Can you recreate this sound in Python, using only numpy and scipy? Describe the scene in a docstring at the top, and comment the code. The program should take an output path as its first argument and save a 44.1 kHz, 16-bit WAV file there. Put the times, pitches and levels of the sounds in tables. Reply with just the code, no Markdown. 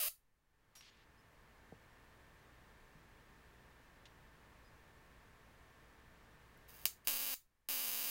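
"""Sparks from a voltage multiplier

A home-made multiplier on a wooden bench throws sparks from a wire to a screwdriver, near a mono camera.
Corona hisses at the wire until the air breaks down with a hard snap; repeated charge and discharge
makes buzzing runs of hundreds of sparks a second. Between runs a fan hums and hands shift the parts.
The camera's gain control ducks at each run and creeps back."""
import sys
import numpy as np
from scipy import signal
from scipy.fft import rfft, irfft
from scipy.io import wavfile
from scipy.ndimage import uniform_filter1d

SR = 44100
rng = np.random.default_rng(int(sys.argv[2]) if len(sys.argv) > 2 else 0)


def store_wav(level_fs):
    """Save 16-bit WAV to argv[1]."""
    pcm = np.round(np.clip(np.atleast_2d(level_fs), -1, 1) * 32767)
    wavfile.write(sys.argv[1], SR, pcm.T.astype(np.int16))


N = 357210
TIME = np.arange(N) / SR
EVENT_TIME = np.arange(SR // 2) / SR


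def amp(db):
    """Amplitude ratio of a level in decibels."""
    return 10 ** (np.asarray(db) / 20)


def unit_rms(x):
    """Normalisation to an rms of 1."""
    return x / np.sqrt(np.mean(x ** 2) + 1e-20)


def curve_at(points, hz):
    """Interpolation of (frequency_hz, value) points on a log-frequency axis."""
    point_hz, value = np.transpose(points)
    return np.interp(np.log(hz + 1), np.log(point_hz + 1), value)


def bins(size):
    """Frequencies of the Fourier transform of this many samples."""
    return np.fft.rfftfreq(size, 1 / SR)


def coloured(x, points):
    """Zero-phase filtering by a (frequency_hz, gain_db) curve."""
    return irfft(rfft(x) * amp(curve_at(points, bins(len(x)))), len(x))


def add(mix, start_s, sound):
    """Superposition of a sound on the mix."""
    part = mix[max(round(start_s * SR), 0):][:len(sound)]
    part += sound[:len(part)]


def band_noise(centre_hz, octaves, size=len(EVENT_TIME)):
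    """Noise of rms 1 in a Gaussian band."""
    bell = np.exp(-.5 * (np.log2((bins(size) + 1) / centre_hz) / octaves) ** 2)
    return unit_rms(irfft(rfft(rng.standard_normal(size)) * bell, size))


def wandering_phase(t, pitch_hz, width_hz, smooth_samples):
    """Phase diffusion: a random walk broadens a tone's spectral line."""
    drift = np.cumsum(rng.standard_normal(len(t))) * np.sqrt(2 * np.pi * width_hz / SR)
    return 2 * np.pi * pitch_hz * t + uniform_filter1d(drift, size=smooth_samples)


# spectrum of fan, room and microphone noise: frequency_hz, gain_db
AIR_SPECTRUM = [(12, -21), (22, 1), (55, -3.5), (100, -6.5), (160, -10.5), (230, -11), (440, -12),
                (900, -14.5), (1950, -15), (3000, -22.5), (5000, -29), (10000, -34.5), (14000, -35.5),
                (15700, -31.5)]
# mains hum and fan tones: pitch_hz, level_db, width_hz
HUM_TONES = [(58.2, -73, 1), (113.1, -76.5, 8), (155.2, -79, 5), (226.2, -84.5, 6), (449.5, -83.5, 5),
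             (898, -82, 4), (1084, -78.5, 120), (1617, -80, 60), (1783, -78.5, 5), (1806, -87, 120)]

def fan(air_db=-65.08):
    """Broadband noise plus line spectrum: rushing air, wavering blade tones and mains hum."""
    air = amp(air_db) * unit_rms(coloured(rng.standard_normal(N), AIR_SPECTRUM))
    for pitch_hz, level_db, width_hz in HUM_TONES:
        air += amp(level_db) * np.sqrt(2) * np.sin(wandering_phase(TIME, pitch_hz, width_hz, 100))
    return air


# parts being handled: start_s, level_db, centre_hz, width_octaves, t60_s
PART_CLICKS = [(.752, -48.5, 3330, 1.8, 0.22), (.8075, -42, 2700, 0.87, 0.033),
               (.969, -62, 3400, .6, 0.033), (4.054, -54, 3240, 0.71, 0.066),
               (6.572, -63, 13500, .3, 0.034)]

def part_clicks(rise_s=.0018):
    """Impact: each knock is a noise burst with a fast rise and an exponential decay."""
    out, t = np.zeros(N), EVENT_TIME
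    for start_s, level_db, centre_hz, octaves, t60_s in PART_CLICKS:
        envelope = (1 - np.exp(-t / rise_s)) * amp(level_db - 60 * t / t60_s)
        add(out, start_s, envelope * band_noise(centre_hz, octaves))
    return out


# a part sliding over the bench: start_s, length_s, level_db, centre_hz
PART_SCUFFS = [(0.817, 0.091, -57.5, 3040), (0.894, 0.16, -68, 2640)]

def scuffs(fade_db=-2.5):
    """Sliding friction: a band of noise that fades as the part slows."""
    out = np.zeros(N)
    for start_s, length_s, level_db, centre_hz in PART_SCUFFS:
        t = EVENT_TIME[EVENT_TIME < length_s]
        stroke = signal.windows.tukey(len(t), .23) * amp(level_db + fade_db * t / length_s)
        add(out, start_s, stroke * band_noise(centre_hz, octaves=.7)[:len(t)])
    return out


# modes of the bench top: pitch_hz, gain_db, t60_s
BENCH_MODES = [(115, -8.5, .07), (161, -5, 0.11), (239, -2.5, 0.051), (338, -5.5, .035), (460, -3, 0.053),
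               (620, -2.5, 0.018), (794, -6, 0.042)]
# nudges on the bench: start_s, gain_db, cutoff_hz
BENCH_NUDGES = [(1.721, -45.5, 900), (2.946, -48, 170), (2.966, -54, 200)]

def bench_thuds():
    """Modal vibration: a nudge rings the damped modes, and a softer touch excites fewer high ones."""
    out, t = np.zeros(N), EVENT_TIME
    ring = sum((-1) ** k * amp(gain_db - 60 * t / t60_s) * np.sin(2 * np.pi * pitch_hz * t)
               for k, (pitch_hz, gain_db, t60_s) in enumerate(BENCH_MODES))
    for start_s, gain_db, cutoff_hz in BENCH_NUDGES:
        touch = signal.butter(4, cutoff_hz, fs=SR, output="sos")
        add(out, start_s, amp(gain_db) * signal.sosfilt(touch, ring))
    return out


# parts rubbing: start_s, length_s, pitch_hz, level_db
PART_SQUEAKS = [(.752, 0.058, 5640, -57.5), (.792, .045, 5720, -66), (.86, 0.087, 6760, -80),
                (1.168, 0.052, 5150, -78), (4.636, .06, 5030, -79)]

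def squeaks(width_hz=56):
    """Friction-excited vibration: a faint, wavering high tone with a weak second harmonic."""
    out = np.zeros(N)
    for start_s, length_s, pitch_hz, level_db in PART_SQUEAKS:
        phase = wandering_phase(EVENT_TIME, pitch_hz, width_hz, 60)[EVENT_TIME < length_s]
        tone = np.sqrt(2) * (np.sin(phase) + .16 * np.sin(2 * phase))
        add(out, start_s, amp(level_db) * tone * signal.windows.tukey(len(tone), .5))
    return out


# spectrum of the rumble under the sparks: frequency_hz, gain_db
RUMBLE_SPECTRUM = [(8, -0.5), (25, -4.5), (60, -11.5), (110, -19), (250, -43.5), (1000, -81)]

def rumble(level_db=-50.5, fade_s=.1):
    """Gated low-frequency noise: it lasts through each run of sparks, then decays exponentially."""
    envelope = sum((TIME > start_s) * np.exp(-np.maximum(TIME - end_s, 0) / fade_s)
                   for start_s, end_s, *_ in SPARK_RUNS)
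    return amp(level_db) * envelope * unit_rms(coloured(rng.standard_normal(N), RUMBLE_SPECTRUM))


# single reflections from nearby things: delay_s, pressure_ratio
REFLECTIONS = [(.00049, -0.033), (.0013, 0.044), (.00202, 0.024), (.00809, 0.078)]
# spectrum of the reverberation: frequency_hz, gain_db
ROOM_SPECTRUM = [(100, -3.5), (500, -11.5), (1700, -4.5), (2400, -4), (5500, 2.5), (8000, 5), (11000, -1),
                 (15000, -1)]

def room_response():
    """Multipath propagation: direct sound, early reflections and three diffuse tails."""
    t = EVENT_TIME
    paths = np.zeros(len(t))
    for delay_s, pressure_ratio in [(.0002, 1)] + REFLECTIONS:
        paths[round(delay_s * SR)] += pressure_ratio
    bench_s, wall_s = REFLECTIONS[0][0], REFLECTIONS[-1][0]
    # scatter off the bench, splash off the nearest wall, decay of the small room
    for delay_s, energy_db, t60_s in [(bench_s, -8, .028), (wall_s, -14, .023), (wall_s, -10, .19)]:
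        decay = (t > delay_s) * amp(-60 * np.maximum(t - delay_s, 0) / t60_s)
        tail = decay * coloured(rng.choice([-1., 1.], len(t)), ROOM_SPECTRUM)
        paths += amp(energy_db) * unit_rms(tail) / np.sqrt(len(t))
    return paths


# spectrum of one spark at the microphone: frequency_hz, gain_db
SPARK_SPECTRUM = [(8, -20.5), (30, -25), (110, -27.5), (260, -27.5), (500, -26), (2000, -26), (3600, -24.5),
                  (5800, -24.5), (7900, -27), (9000, -24.5), (11000, -23), (13000, -15.5), (15500, -15.5),
                  (17500, -20)]
# resonances and notches of bench clutter and microphone port: centre_hz, width_hz, gain_db
RESONANCES = [(1237, 300, 3.5), (2330, 400, 6), (2670, 23, 2), (2903, 400, 7), (3550, 200, 2),
              (3910, 400, 4.5), (4620, 270, 5.5), (4980, 200, 3.5), (5780, 130, -3), (6370, 510, 4),
              (7130, 400, 6), (8300, 260, 3), (8750, 160, 1.5), (10400, 900, 4), (11150, 170, 4),
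              (12550, 200, -7), (14400, 160, 4)]

def spark_pulse(size=8192):
    """Minimum-phase response: one spark's pressure pulse and the short ring of things around it."""
    hz = bins(size)
    resonance_db = sum(gain_db * np.exp(-np.log(2) * (2 * (hz - centre_hz) / width_hz) ** 2)
                       for centre_hz, width_hz, gain_db in RESONANCES)
    db = curve_at(SPARK_SPECTRUM, hz) + resonance_db
    log_gain = np.log(amp(np.r_[db, db[-2:0:-1]]))
    spectrum = np.exp(np.conj(signal.hilbert(log_gain)))  # causal: nothing before the crack
    return -np.fft.ifft(spectrum).real[:size // 2]


# the wire hissing before each snap: start_s, end_s, level_db
CORONA_SPELLS = [(6.68, 6.847, -62), (7.046, 7.07, -55.5)]

def corona(pulse, rate_hz=5000, spread_db=6):
    """Corona discharge: thousands of tiny pulses leak from the wire's tip while the voltage builds."""
    sizes = amp(spread_db * np.minimum(rng.exponential(1, N), 4)) * rng.choice([-1., 1.], N)
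    leaks = sizes * (rng.random(N) < rate_hz / SR)
    hiss = unit_rms(signal.oaconvolve(leaks, pulse)[:N])
    return hiss * sum(amp(db) * ((TIME > start_s) & (TIME < end_s)) for start_s, end_s, db in CORONA_SPELLS)


def impulses(events):
    """Sinc interpolation: a band-limited impulse for each (start_s, strength_db), between samples."""
    out, taps = np.zeros(N), np.arange(-8, 9)
    for start_s, strength_db in events:
        whole, fraction = divmod(start_s * SR, 1)
        impulse = np.sinc(taps - fraction) * np.hanning(len(taps))
        add(out, (whole + taps[0]) / SR, amp(strength_db) * impulse)
    return out


def firings(start_s, end_s, rate_hz, strength_db, growth_db, swell, jitter, misfire_chance):
    """Relaxation oscillation: recharging to a higher firing voltage takes longer and sparks louder."""
    memory, misfire_periods, spread_db, max_sparks = .2, .55, .5, 200
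    now_s, stray, fired = start_s, 0, []
    for (kick, size), luck in zip(rng.standard_normal((max_sparks, 2)), rng.random(max_sparks)):
        progress = (now_s - start_s) / (end_s - start_s)
        stray = memory * stray + jitter * kick  # part of each deviation carries over to the next spark
        voltage_ratio = np.exp(stray + swell * np.sin(np.pi * progress))
        if fired:
            now_s += (voltage_ratio + misfire_periods * (luck < misfire_chance)) / rate_hz
        if now_s > end_s:
            break
        spark_db = strength_db + growth_db * progress + 20 * np.log10(voltage_ratio) + spread_db * size
        fired.append((now_s, spark_db))
    return fired


# runs of sparks; swell is the mid-run rise of the firing voltage, jitter its random spread:
# start_s, end_s, rate_hz, strength_db, growth_db, swell_ratio, jitter_ratio, misfire_chance
SPARK_RUNS = [(.001, 0.085, 680, 20.5, 3, .16, .085, 0.03), (7.08, 7.342, 271, 20, 3, .02, 0.096, .12),
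              (7.688, 8.102, 269, 25.5, 3.5, 0.0392, .105, 0.05)]
# thin, piercing colour of a short gap: frequency_hz, gain_db
SHORT_GAP_COLOUR = [(30, -11), (600, -3.5), (3000, -4.5), (5000, -3.5), (6800, -6.5), (9500, 1),
                    (11500, -0.5), (13500, -2), (16000, -6)]
# first breakdowns of cold air, at full charge: start_s, strength_db
COLD_SNAPS = [(6.8553, 26), (7.0733, 23)]
# colour of their thick channel, with more body and less top: frequency_hz, gain_db
SNAP_COLOUR = [(200, 0.5), (1700, 0), (3000, -0.5), (8000, 0.5), (12000, -3), (16000, -2)]

def sparks(pulse):
    """Dielectric breakdown: the first run jumps a short gap, the snaps and later runs a long one."""
    first, second, third = (impulses(firings(*run)) for run in SPARK_RUNS)
    snaps = coloured(impulses(COLD_SNAPS), SNAP_COLOUR)
    train = coloured(first, SHORT_GAP_COLOUR) + snaps + second + third
    return signal.oaconvolve(train, pulse)[:N]


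def scene():
    """Superposition: sparks and corona share one path to the microphone, over the background sounds."""
    pulse = spark_pulse()
    discharge = signal.oaconvolve(sparks(pulse) + corona(pulse), room_response())[:N]
    mono = discharge + fan() + part_clicks() + scuffs() + bench_thuds() + squeaks() + rumble()
    return np.array([mono, mono])


def gain_control(x, limit_db=-29, attack_share=.23, hold_s=.33, release_s=.38, margin_db=5, size=176):
    """Automatic gain control: each loud block pulls the gain down; it is held, then creeps back."""
    blocks = x[:N // size * size].reshape(-1, size)
    heard_db = 10 * np.log10(blocks.std(1) * abs(blocks).max(1) + 1e-14)  # halfway between rms and peak
    cut_db, held_s, cuts_db = max(heard_db[0] - limit_db, 0), 0, []
    for level_db in heard_db:
        cuts_db.append(cut_db)
        over_db = level_db - cut_db - limit_db
        held_s = 0 if over_db > -margin_db else held_s + size / SR
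        cut_db += attack_share * max(over_db, 0)
        if held_s > hold_s:
            cut_db *= np.exp(-size / SR / release_s)
    block_centres = (np.arange(len(cuts_db)) + .5) * size
    return amp(-np.interp(np.arange(N), block_centres, cuts_db))


# bass-heavy noise of the camera's electronics: frequency_hz, gain_db
SELF_NOISE_SPECTRUM = [(20, 41), (60, 28.5), (150, 17.5), (500, 5), (2000, 3), (16000, -0.5)]

def record(dry, noise_gain_db=-91, ceiling=.24, cutoff_hz=15900):
    """The camera's signal chain: gain control, self-noise, clipping on overload, then a band limit."""
    self_noise = amp(noise_gain_db) * coloured(rng.standard_normal(N), SELF_NOISE_SPECTRUM)
    clipped = np.clip(dry * gain_control(dry[0]) + self_noise, -ceiling, ceiling)
    lowpass = signal.firwin(511, cutoff_hz, window=("kaiser", 9), fs=SR)
    return signal.oaconvolve(clipped, lowpass[None], "same")


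dry = scene()
out = record(dry)
store_wav(out)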